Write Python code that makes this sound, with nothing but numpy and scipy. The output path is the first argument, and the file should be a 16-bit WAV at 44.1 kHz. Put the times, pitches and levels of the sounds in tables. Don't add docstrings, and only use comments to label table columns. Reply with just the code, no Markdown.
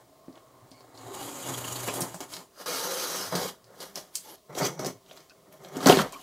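import sys
import numpy as np
from scipy import signal
from scipy.fft import rfft, irfft
from scipy.io import wavfile
from scipy.ndimage import uniform_filter1d

SR = 44100
rng = np.random.default_rng(int(sys.argv[2]) if len(sys.argv) > 2 else 0)


def put_to_file(sound):
    columns = np.atleast_2d(sound).T
    safe = np.clip(columns, -1, 1)
    whole_steps = np.round(safe * 32767)
    wavfile.write(sys.argv[1], SR, whole_steps.astype(np.int16))


def makeup_ratio(level_db):
    decades = np.asarray(level_db, float) / 20
    return 10 ** decades


N = 274302

# [f/Hz, level/dB per Hz]
HUSH_SPECTRUM = [(12, -41), (20, -10), (217, -5.5), (381, -7.5), (549, -17), (632, 6), (813, -22),
                 (1110, -8), (1470, -26), (2800, -20), (4000, -17.5), (6310, -19), (14700, -23),
                 (16400, -10.5)]
# [f/Hz, width/Hz, level/dB]
HUM_MODES = [(396, 44, 0.5), (614, 38, 3), (1048, 20, -0.5), (2120, 210, -10.5)]
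HUSH_DB = -59
ROOM_T60_S, ROOM_DB, SIDE_DB = 0.19, -5, -24.5

# [f/Hz, width/Hz, level/dB]
PANEL_MODES = [(170, 33, 0), (282.5, 22, 4), (390, 9.8, -8.5), (513, 98, 8.5), (634.6, 21, 5),
               (742, 37, 4.5), (891, 31, -4), (1110, 70, 8), (1280, 250, -14), (1570, 520, 33.5)]
STAGE_STARTS_S = [
    2.52,
    3.31,
    4.4,
    5.74,
]
# [f/Hz, level/dB per Hz]
STAGE_RUMBLE = [
    [(120, -64), (210, -5), (288, 5.5), (426, 1), (1050, -1.5), (1620, -12), (2200, -10.5), (2860, -42),
     (4840, -120)],
    [(120, -62), (210, -12), (324, -6), (509, -2), (676, -6.5), (1350, -4.5), (2200, -17), (2860, -61),
     (4840, -120)],
    [(120, -43), (180, -8), (300, -6.5), (480, -3), (650, -5.5), (1100, -9), (2200, -17.5), (2860, -64),
     (4840, -120)],
    [(120, -40), (210, -11), (398, -2.5), (964, -11.5), (1400, -16), (1650, -23.5), (2200, -14.5),
     (2860, -60), (4840, -120)],
    [(120, -36), (210, -6), (354, -11.5), (398, -5.5), (556, -9.5), (650, -8.5), (2200, -20), (2860, -62),
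     (4840, -120)],
]
# [f/Hz, level/dB per Hz]
STAGE_HISS = [
    [(1120, 5), (1900, -5), (2500, -5.5), (3100, -2), (3810, -2), (4130, -5), (4660, -3.5), (5760, -7.5),
     (6870, 2.5), (8500, -2.5), (11000, -17), (18700, -120)],
    [(1120, -13), (1900, -8), (2070, -10.5), (2980, -8), (3810, -4), (5910, -3), (6250, -0.5), (6830, -9),
     (8500, -8.5), (11000, -28), (18700, -120)],
    [(1120, -6), (1900, -4), (2600, -11.5), (3300, -1.5), (4600, -5.5), (5300, -3), (6250, -5),
     (8500, -9.5), (11000, -31), (18700, -120)],
    [(1120, -2), (1900, -3), (2910, -7), (3260, -2), (3910, -4.5), (4690, -7), (5350, -4), (5950, -2.5),
     (8500, -9), (11000, -62), (18700, -120)],
    [(1120, -24), (1900, -24), (2500, -13.5), (3200, -11), (4320, -14), (6250, -16), (8500, -19),
     (11000, -47), (18700, -120)],
]
# [f/Hz, level/dB per Hz]
RUSTLE_SPECTRUM = [(3820, -59), (6500, -7), (8460, -10), (9610, 5), (13600, 5), (15500, 1.5), (16100, -36),
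                   (16400, -44)]
# [f/Hz, width/Hz]
AIR_MODES = [(120, 11), (170, 33), (175, 78), (154, 90), (158.5, 82)]
STAGE_CLUMP_DB = (2.15, 1.6, 2.06, 4.4, 3.3)
STAGE_RUSTLE_DB = (-5.5, -2.5, -1.5, -3.5, -3.5)
STAGE_AIR_DB = (-21, -16, -17, -13.5, -15.5)
RUSTLE_DB_PER_PRESS_DB, AIR_DB_PER_PRESS_DB = -0.18, 0.47

# [t/s, panel rumble level/dB]
HAND_SHIFTS = [(0, -50), (.046, -63), (.35, -60), (.67, -57), (.93, -53.5), (2.3, -53), (2.5, -68),
               (3.6, -67), (3.75, -53.5), (4.1, -61.5), (4.46, -76), (5.01, -61), (5.24, -70),
               (5.45, -61.5), (5.52, -55), (5.75, -44), (5.8, -70), (6.22, -65)]
HAND_HISS_DB, HAND_AIR_DB = -10.5, -6.5
# [t/s, blade speed as hiss level/dB, pressure as rumble above hiss/dB]
BLADE_CUTS = [
    [(.93, -75, 5), (.945, -56.5, 0), (1.066, -47, 2.5), (1.13, -46.5, 6), (1.228, -36.5, -6.5),
     (1.322, -40.5, -2.5), (1.47, -38.5, -4), (1.864, -37.5, -4.5), (2.033, -41.5, 9.5), (2.2, -50, -9)],
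    [(2.66, -32, -2), (2.79, -31, -3.5), (2.872, -32, -2.5), (3.01, -31, -5), (3.206, -32.5, -1),
     (3.298, -41, -2.5), (3.366, -34, 3), (3.49, -37, 1.5), (3.6, -95, 18)],
    [(4.2, -58, -24), (4.259, -48, -2.5), (4.358, -52.5, -1.5)],
    [(4.548, -47, -5), (4.584, -36, 0.5), (4.656, -28.5, 4.5), (4.785, -70, 12)],
]
# [peak t/s, hiss level/dB, rise/ms per 20 dB, fall/ms per 20 dB, rumble above hiss/dB]
BLADE_JERKS = [(.37, -66, 104, 116, 13), (.722, -67, 60, 300, -7), (1.488, -32.5, 38, 106, 2),
               (1.881, -45, 18, 85, 15.5), (1.96, -35.5, 61, 145, -31), (2.205, -35.5, -5, 62, 3.5),
               (2.332, -37.5, 60, 80, -14), (2.395, -47, 90, 68, 0.5), (2.612, -41, 64, 75, -1),
               (3.324, -38.5, 2, 120, 9.5), (3.831, -40, 68, 106, -2), (3.962, -38, 17, 95, 1),
               (4.153, -44, 27, 68, -27), (4.506, -54, 31, 250, 9.5), (4.794, -36.5, 1.5, 119, 3.5),
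               (4.867, -40.5, 85, 39, 10.5), (5.173, -52.5, 194, 191, 2), (5.523, -60.5, 20, 389, -16),
               (5.768, -46.5, 31, 150, 14), (5.844, -34, 111, 100, 3.5), (6.124, -45, 1, 300, -1.5)]
# [t/s, speed as hiss level/dB, pressure as rumble above hiss/dB]
LID_TEAR = [
    (5.862, -21, 6),
    (5.892, -23.5, 6),
    (5.897, -18, 5.5),
    (5.966, -30.5, 1),
    (5.972, -30, 12),
    (6.015, -28.5, 2.5),
    (6.038, -46.5, 13.5),
    (6.115, -51.5, 3.5),
    (6.2, -80, 0),
]
# [t/s, f/Hz, level above hiss/dB]
BLADE_RING = [(.85, 4100, -17), (.95, 4100, -6), (1.1, 3840, -13), (1.25, 3750, -23), (1.3, 6900, -26),
              (1.43, 6900, -18), (1.5, 7100, -43), (2.5, 4900, -13), (2.7, 4860, -12), (2.9, 6300, -18),
              (3.12, 6250, -31), (3.2, 5170, -7.5), (3.36, 4960, -6), (3.9, 4660, -57), (4.5, 5800, -24),
              (4.66, 6100, -4), (4.8, 5800, 7), (4.9, 6160, -10), (5.2, 5000, -49), (6.2, 3960, -24)]

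# [t/s, f/Hz, level/dB, length/s]
SQUEAKS = [(1.536, 3260, -39, 0.019), (1.638, 2930, -38.5, 0.017), (1.675, 2950, -44, 0.019),
           (1.755, 4340, -40, 0.014), (5.92, 2840, -24.5, 0.014), (5.987, 1270, -24.5, 0.018),
           (5.802, 1210, -36, 0.016), (4.607, 4650, -35, 0.065), (5.09, 3160, -57, 0.021),
           (6.126, 1050, -42, 0.019), (6.132, 2330, -48.5, .026), (6.145, 1080, -43, .04),
           (6.179, 1080, -50, 0.027), (.03, 626, -64.5, 0.55), (.12, 1093, -66, 0.41),
           (.42, 1060, -65, .28), (.72, 1050, -61, 0.16), (.7, 2200, -68, 0.14), (.69, 4380, -67.5, .18),
           (.94, 880, -56, 0.053), (1.01, 390, -47, 0.18), (3.15, 192.7, -50, .13),
           (3.345, 175, -39, 0.098), (3.42, 640, -45, 0.053), (3.435, 470, -38, 0.041),
           (4.24, 860, -52, 0.11), (4.29, 320, -57, 0.06), (4.86, 390, -50, 0.11), (5.293, 1460, -62, .045),
           (5.293, 2570, -59.5, 0.033), (5.48, 610, -58.5, 0.13), (5.805, 270, -38, 0.026),
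           (5.988, 995, -24, 0.018), (1.07, 720, -51, 0.058), (1.13, 820, -47, 0.053),
           (1.19, 774, -42.5, 0.053), (1.26, 900, -48.5, 0.047), (2.1, 170, -48.5, 0.089),
           (2.34, 170, -55, 0.083), (3.5, 115, -67, 0.31), (4.9, 110, -58, .1), (5.862, 172, -28, 0.1),
           (5.968, 208, -33.5, 0.068), (3.125, 101, -57, 0.43), (.58, 105, -60, 0.21),
           (4.273, 11500, -53, .09)]
# [t/s, peak level/dB, centre f/Hz]
CUTTER_TICKS = [(.26, -45, 5500), (.327, -39, 4770), (.3561, -33.5, 3070), (.377, -36, 2900),
                (.711, -36, 9000), (0.7155, -28.5, 4560), (.802, -43, 9000), (.735, -40, 4600),
                (.807, -33, 4300), (.85, -50, 4470), (.9512, -35, 4110), (0.976, -26, 4540),
                (3.643, -32, 4630), (3.78, -42, 4600), (4.38, -40, 4000), (5.525, -35.5, 2300),
                (5.623, -40, 6000), (5.0631, -37, 3310), (5.112, -25, 3080), (5.174, -26, 4430),
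                (5.2046, -31, 5200), (5.297, -29, 4670), (5.5265, -31, 12000), (5.648, -24.5, 3600)]
# [t/s, level/dB, panel f/Hz]
PANEL_KNOCKS = [(0.282, -27.5, 300), (0.7146, -41, 274), (.807, -43, 500), (0.9519, -44, 872),
                (1.8846, -28, 300), (1.939, -22, 570), (1.9808, -26, 325), (2.0069, -28, 300.5),
                (2.0187, -25.5, 170), (2.144, -30, 754), (2.3317, -40, 1110), (2.367, -35.5, 886),
                (2.6599, -62, 503), (3.3528, -18.5, 465), (3.703, -38, 500), (3.74, -39.5, 600),
                (3.8036, -32, 513), (3.9744, -25.5, 560), (4.495, -34, 485), (4.5519, -27, 467),
                (4.587, -39, 430), (4.6551, -19, 352), (4.794, -32, 282), (4.809, -34, 270),
                (4.847, -20.5, 620), (4.87, -26.5, 262), (4.8645, -20.5, 390), (5.1113, -36, 514),
                (5.1736, -45, 935), (5.6477, -34, 557)]
# [t/s, level/dB, panel f/Hz]
LID_SLAMS = [(5.768, -20, 271), (5.8045, -32, 700), (5.8592, -12, 430), (5.864, -10, 280),
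             (5.889, -26, 141), (5.8967, 0.5, 398), (5.9001, -1.5, 650), (5.9144, -15, 710),
             (5.9232, -12.5, 274), (5.9706, -13.5, 396), (6.005, -30, 305), (5.9905, -18, 1000)]
# [t/s, f/Hz, level/dB]
PANEL_DRONES = [
    [(.95, 113.2, -70), (1.08, 118.5, -50), (1.16, 115.8, -71), (1.245, 121.4, -45), (1.3, 125.2, -65),
     (1.5, 129, -46), (1.56, 123.8, -47), (1.62, 120, -43), (1.71, 120, -49), (1.75, 126.5, -40),
     (1.88, 123, -47.5), (1.95, 127.2, -53), (2.1, 123.7, -54), (2.2, 120, -75)],
    [(2.66, 524.3, -49), (2.685, 518, -39), (2.73, 513, -60), (2.8, 455, -44), (2.86, 503, -45.5),
     (2.922, 526.5, -35.5), (2.98, 509, -44), (3.03, 510, -63), (3.16, 506, -48), (3.19, 486, -53),
     (3.24, 478, -63)],
]
# [t/s, peak level/dB]
FLUTE_BUMPS = [(1.1402, -21), (1.1815, -48), (1.2054, -22), (1.466, -20), (1.487, -19), (1.513, -20.5),
               (1.5412, -18.5), (1.576, -13), (1.6084, -18.5), (1.643, -17.5), (1.678, -17.5),
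               (1.718, -16.5), (1.7577, -18), (1.7968, -19), (1.831, -17.5), (1.8711, -13.5)]
BUMP_LAG_S, BUMP_WIDTH_S, BUMP_HISS_DB, BUMP_PRESS_DB = 0.0068, 0.0091, -15.5, -13.5
# [t/s, peak level/dB, centre f/Hz, t60/s]
FIBRE_SNAPS = [(1.8844, -11, 2370, 0.12), (1.9397, -8, 9000, 0.0091), (1.9405, -13, 9000, 0.067),
               (2.0061, -7, 10800, 0.012), (2.007, -6.5, 8800, 0.11), (2.0188, -6.5, 6200, 0.045),
               (2.139, -30, 4900, 0.027), (2.144, -18, 7460, 0.12), (2.2055, -15, 5780, 0.024),
               (2.211, -19, 4940, 0.035), (2.337, -12.5, 4660, 0.069), (2.367, -15, 4300, 0.034),
               (2.6599, -22, 4830, .06), (3.3223, -28, 4960, .055), (3.3528, -6.5, 4730, 0.13),
               (3.8036, -20, 4300, 0.13), (3.9571, -8.5, 5550, 0.025), (3.9748, -16, 5200, 0.082),
               (4.1535, -5, 7560, .02), (4.1556, -2.5, 6000, .012), (4.1589, -4.5, 8850, 0.025),
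               (4.1714, -14, 7650, 0.039), (4.5515, -19.5, 3540, 0.031), (4.5864, -11, 5930, 0.049),
               (4.632, -15, 5000, .03), (4.6544, -18, 5600, 0.034), (4.672, -14.5, 6500, 0.039),
               (4.7928, -18, 4200, .03), (4.847, -11.5, 5230, 0.041), (4.8601, -9, 5800, 0.014),
               (4.8644, -9, 5840, 0.055)]
# [t/s, peak level/dB, centre f/Hz]
GLUE_POPS = [(5.7687, -16, 6550), (5.774, -20, 6460), (5.8061, -19, 3670), (5.8294, -16, 5000),
             (5.8594, 1, 4000), (5.8703, 5.5, 5660), (5.887, 3, 5060), (5.897, 5.5, 3020),
             (5.9255, -3, 3530), (5.9711, -3.5, 3560), (5.975, -16, 5500), (5.9884, -6, 3670),
             (6.1234, -20, 7700)]
POP_T60_S, TICK_T60_S = 0.035, 0.038
# [t/s, f/Hz, level/dB, t60/s]
LID_PUFF = (5.94, 33, -46, .6)


def rms_one(x):
    return x / np.sqrt(np.mean(x ** 2) + 1e-20)


def filtered(x, order, hz, kind):
    return signal.sosfilt(signal.butter(order, hz, kind, fs=SR, output="sos"), x)


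def colour(x, spectrum):
    hz = np.maximum(np.arange(N // 2 + 1) * SR / N, 1)
    point_hz, point_db = np.transpose(spectrum)
    gain_db = np.interp(np.log(hz), np.log(point_hz), point_db)
    return rms_one(irfft(rfft(x) * makeup_ratio(gain_db), N))


def peak(hz, width_hz):
    r = np.exp(-np.pi * max(width_hz, 5) / SR)
    return (1 - r * r) / 2 * np.array([1, 0, -1]), [1, -2 * r * np.cos(2 * np.pi * hz / SR), r * r]


def body(x, modes):
    out = 0
    for k, (hz, width_hz, db) in enumerate(modes):
        out = out + (-1) ** k * makeup_ratio(db) * signal.lfilter(*peak(hz, width_hz), x)
    return out


def drift(rate_hz):
    r = np.exp(-64 * np.pi * rate_hz / SR)
    slow = signal.lfilter([1], [1, -2 * r, r * r], rng.standard_normal(N // 32 + 2002))[2000:]
    return np.interp(np.arange(N) / 32, np.arange(len(slow)), rms_one(slow))


def in_time(rows):
    s, *columns = np.transpose(rows)
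    return [np.interp(np.arange(N) / SR, s, column) for column in columns]


def stage_now():
    return np.searchsorted(STAGE_STARTS_S, np.arange(N) / SR)


def by_stage(x, spectra):
    return np.choose(stage_now(), [colour(x, spectrum) for spectrum in spectra])


def wandering(x, modes, swing_db, rate_hz):
    out = 0
    for mode in modes:
        out = out + makeup_ratio(swing_db * np.tanh(drift(rate_hz))) * rms_one(body(x, [mode]))
    return rms_one(out)


def bursts(rows, rise_s, crack, ring, low, top):
    out, t = np.zeros(N + 8192), np.arange(8192) / SR
    for s, peak_db, hz, t60_s in rows:
        burst = rng.standard_normal(8192) * makeup_ratio(-60 * t / max(t60_s, .005)) * (1 - np.exp(-t / rise_s))
        burst += crack * np.cos(2 * np.pi * hz * t) * np.exp(-t / .00014)
        burst = burst + ring * signal.lfilter(*peak(hz, 0.35 * hz), burst)
        burst = filtered(burst, 2, [low * hz, min(top * hz, .45 * SR)], "band")
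        burst = filtered(burst, 2, low * hz, "high")
        out[round(s * SR):][:8192] += makeup_ratio(peak_db) * burst / np.abs(burst).max()
    return out[:N]


def hush():
    white = rng.standard_normal(N)
    hum = rms_one(body(white, HUM_MODES))
    return makeup_ratio(HUSH_DB) * (colour(white, HUSH_SPECTRUM) + makeup_ratio(-10.5) * hum)


def room(x):
    t = np.arange(SR // 2) / SR
    tail = rng.standard_normal(len(t)) * makeup_ratio(-60 * t / ROOM_T60_S) * np.clip((t - .003) / 0.00018, 0, 1)
    return signal.fftconvolve(x, tail / np.sqrt(np.sum(tail ** 2)))[:N]


def motion():
    t = np.arange(N) / SR
    for cut in BLADE_CUTS + [LID_TEAR]:
        speed_db, press_db = in_time(cut)
        outside_s = np.maximum(np.maximum(cut[0][0] - t, t - cut[-1][0]), 0)
        yield speed_db - 8000 * outside_s, press_db
    swells_db = [db + BUMP_HISS_DB - 6 * ((t - s - BUMP_LAG_S) / BUMP_WIDTH_S) ** 2 for s, db in FLUTE_BUMPS]
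    yield np.max(swells_db, axis=0), BUMP_PRESS_DB
    for s, db, rise_ms, fall_ms, press_db in BLADE_JERKS:
        yield db - 20000 * np.maximum((s - t) / max(rise_ms, 2), (t - s) / max(fall_ms, 2)), press_db


def friction():
    hands_db, = in_time(HAND_SHIFTS)
    hiss = rustle = makeup_ratio(2 * (hands_db + HAND_HISS_DB))
    panel = air = 0
    for speed_db, press_db in motion():
        power = makeup_ratio(2 * speed_db)
        hiss = hiss + power
        panel = panel + power * makeup_ratio(2 * press_db)
        rustle = rustle + power * makeup_ratio(2 * RUSTLE_DB_PER_PRESS_DB * press_db)
        air = air + power * makeup_ratio(2 * (1.5 + AIR_DB_PER_PRESS_DB) * press_db)
    stage, hands = stage_now(), makeup_ratio(2 * hands_db)
    air = air * makeup_ratio(2 * np.array(STAGE_AIR_DB)[stage]) + hands * makeup_ratio(2 * HAND_AIR_DB)
    hiss_db, rustle_db, panel_db, air_db = 10 * np.log10([hiss, rustle, panel + hands, air])
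    return hiss_db, rustle_db + np.array(STAGE_RUSTLE_DB)[stage], panel_db, air_db


def grains(per_s, spread_db, clump):
    sizes = makeup_ratio(spread_db * np.minimum(rng.exponential(1, N), 5)) * rng.choice([-1, 1], N)
    clump_db = clump * np.array(STAGE_CLUMP_DB)[stage_now()]
    slips = rng.random(N) < per_s / SR
    return sizes * slips * makeup_ratio(clump_db * drift(24.7)) + 1e-18


def blade_ring(x, centre_hz, width_hz):
    out, state = np.zeros(N), np.zeros(2)
    for i in range(0, N, 256):
        out[i:i + 256], state = signal.lfilter(*peak(centre_hz[i], width_hz), x[i:i + 256], zi=state)
    return rms_one(out)


def rubbing():
    hiss_db, rustle_db, panel_db, air_db = friction()
    ring_hz, ring_db = in_time(BLADE_RING)

    slips = rms_one(grains(per_s=13000, spread_db=2.5, clump=0.69))
    film_hz = np.geomspace(2100, 13000, num=16) * makeup_ratio(0.35 * rng.standard_normal(16))
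    film = [(hz, 0.028 * hz, 0) for hz in film_hz]
    taut = slips + makeup_ratio(-9) * wandering(slips, film, swing_db=9, rate_hz=12)
    hiss = by_stage(taut, STAGE_HISS) + makeup_ratio(ring_db) * blade_ring(slips, ring_hz, width_hz=260)
    rustle = colour(taut, RUSTLE_SPECTRUM)

    coarse = rms_one(grains(per_s=4000, spread_db=2.5, clump=0.79))
    modal = wandering(coarse, PANEL_MODES[1:], swing_db=6.0, rate_hz=5.0)
    panels = by_stage(modal + makeup_ratio(11.5) * coarse, STAGE_RUMBLE)
    airs = [rms_one(body(body(coarse, [(hz, w, 0)]), [(hz, 70, 0)])) for hz, w in AIR_MODES]
    air = np.choose(stage_now(), airs)
    return (makeup_ratio(hiss_db - 5.5) * hiss + makeup_ratio(rustle_db - 8.5) * rustle
            + makeup_ratio(panel_db - 2.5) * panels + makeup_ratio(air_db - 3.0) * air)


def squeaks():
    out, t = np.zeros(N + 20480), np.arange(20480) / SR
    whites = rng.standard_normal((len(SQUEAKS), 24576))
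    for (s, hz, db, length_s), white in zip(SQUEAKS, whites):
        size = min(int(length_s * SR), len(t))
        swell = np.sin(np.pi * t[:size] / length_s)
        modes = [(hz, 0.075 * hz, 0), (1.01 * hz, 0.17 * hz, -6)]
        tone = body(white[:4096 + size], modes)[4096:]
        out[round(s * SR):][:size] += makeup_ratio(db) * swell * rms_one(tone)
    return out[:N]


def ticks():
    rows = [(*row, TICK_T60_S) for row in CUTTER_TICKS]
    return makeup_ratio(-11.0) * bursts(rows, rise_s=0.0005, crack=4.0, ring=4.0, low=0.22, top=2.3)


def knocks():
    s, level_db, struck_hz = np.transpose(PANEL_KNOCKS + LID_SLAMS)
    at = np.round(s * SR).astype(int)
    scatter_db, out = 4.8 * rng.standard_normal((len(s), len(PANEL_MODES))), 0
    for k, (hz, width_hz, db) in enumerate(PANEL_MODES):
        push = np.zeros(N) + 1e-18
        off_db = -17 * np.abs(np.log2(hz / struck_hz))
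        push_db = level_db + off_db + scatter_db[:, k] - 20.5
        push[at] = makeup_ratio(push_db) * SR / (np.pi * width_hz)
        out = out + body(push, [(hz, width_hz, db)]) * (-1) ** k
    soft = np.exp(-2 * np.pi * 1400 / SR)
    return signal.lfilter([(1 - soft) ** 2], [1, -2 * soft, soft * soft], out)


def thuds():
    out, t = np.zeros(N + 8192), np.arange(8192) / SR
    for s, db, hz in PANEL_KNOCKS + LID_SLAMS:
        swing = np.sin(2 * np.pi * hz * t) * makeup_ratio(-60 * t * hz / 14) * (1 - np.exp(-t * hz / 0.12))
        out[round(s * SR):][:8192] += makeup_ratio(db - 2.5) * swing
    return out[:N]


def drones():
    t, out = np.arange(N) / SR, 0
    for rows in PANEL_DRONES:
        hz, db = in_time(rows)
        outside_s = np.maximum(np.maximum(rows[0][0] - t, t - rows[-1][0]), 0)
        turns = np.cumsum(hz * (1 + 0.033 * drift(24.4))) / SR
        out = out + makeup_ratio(db - 2000 * outside_s + 3.0 + 2.8 * drift(32)) * np.sin(2 * np.pi * turns)
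    return out


def flute_jolts():
    rows = [(*row, 900, .05) for row in FLUTE_BUMPS]
    return makeup_ratio(-18.5) * bursts(rows, rise_s=0.0023, crack=.1, ring=0.39, low=0.14, top=1.7)


def snaps():
    rows = FIBRE_SNAPS + [(*row, POP_T60_S) for row in GLUE_POPS]
    return makeup_ratio(-12.0) * bursts(rows, rise_s=.0003, crack=3.5, ring=2.5, low=.26, top=3)


def lid_puff():
    start_s, hz, db, t60_s = LID_PUFF
    since = np.maximum(np.arange(N) / SR - start_s, 0)
    return makeup_ratio(db - 60 * since / t60_s) * np.sin(2 * np.pi * hz * since) * np.minimum(since / 0.026, 1)


def ear_difference(mid):
    side = filtered(room(mid), 2, 15000, "low")
    brighter = side + 0.32 * np.diff(side, prepend=0)
    edges_hz = np.geomspace(60, 15000, num=10)
    patches = 0
    for band_hz in zip(edges_hz, edges_hz[1:]):
        patches = patches + makeup_ratio(9 * np.tanh(drift(8.1))) * filtered(brighter, 2, band_hz, "band")
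    loud = np.sqrt(uniform_filter1d(mid ** 2, size=2048) + 1e-9)
    return makeup_ratio(SIDE_DB - 1.5) * patches / (1 + loud / 0.092)


def scene():
    hits = snaps() + ticks() + flute_jolts() + knocks() + thuds()
    rub = rubbing()
    box = rub + hits + room(makeup_ratio(ROOM_DB) * hits + makeup_ratio(-7.5) * rub)
    box = filtered(box, 2, 75, "high")
    mid = box + drones() + lid_puff() + squeaks() + hush()
    side = ear_difference(mid)
    return np.array([mid + side, mid - side])


def roll_off(x):
    return signal.sosfilt(signal.butter(12, 16650, fs=SR, output="sos"), x)


def record(dry):
    cut = filtered(dry, 2, 30, "high")
    rounded = cut / (1 + cut ** 4) ** .25
    top = signal.cheby2(12, 60, 16550, fs=SR, output="sos")
    mix = signal.sosfilt(top, rounded)
    return roll_off(mix)


dry = scene()
out = record(dry)
put_to_file(out)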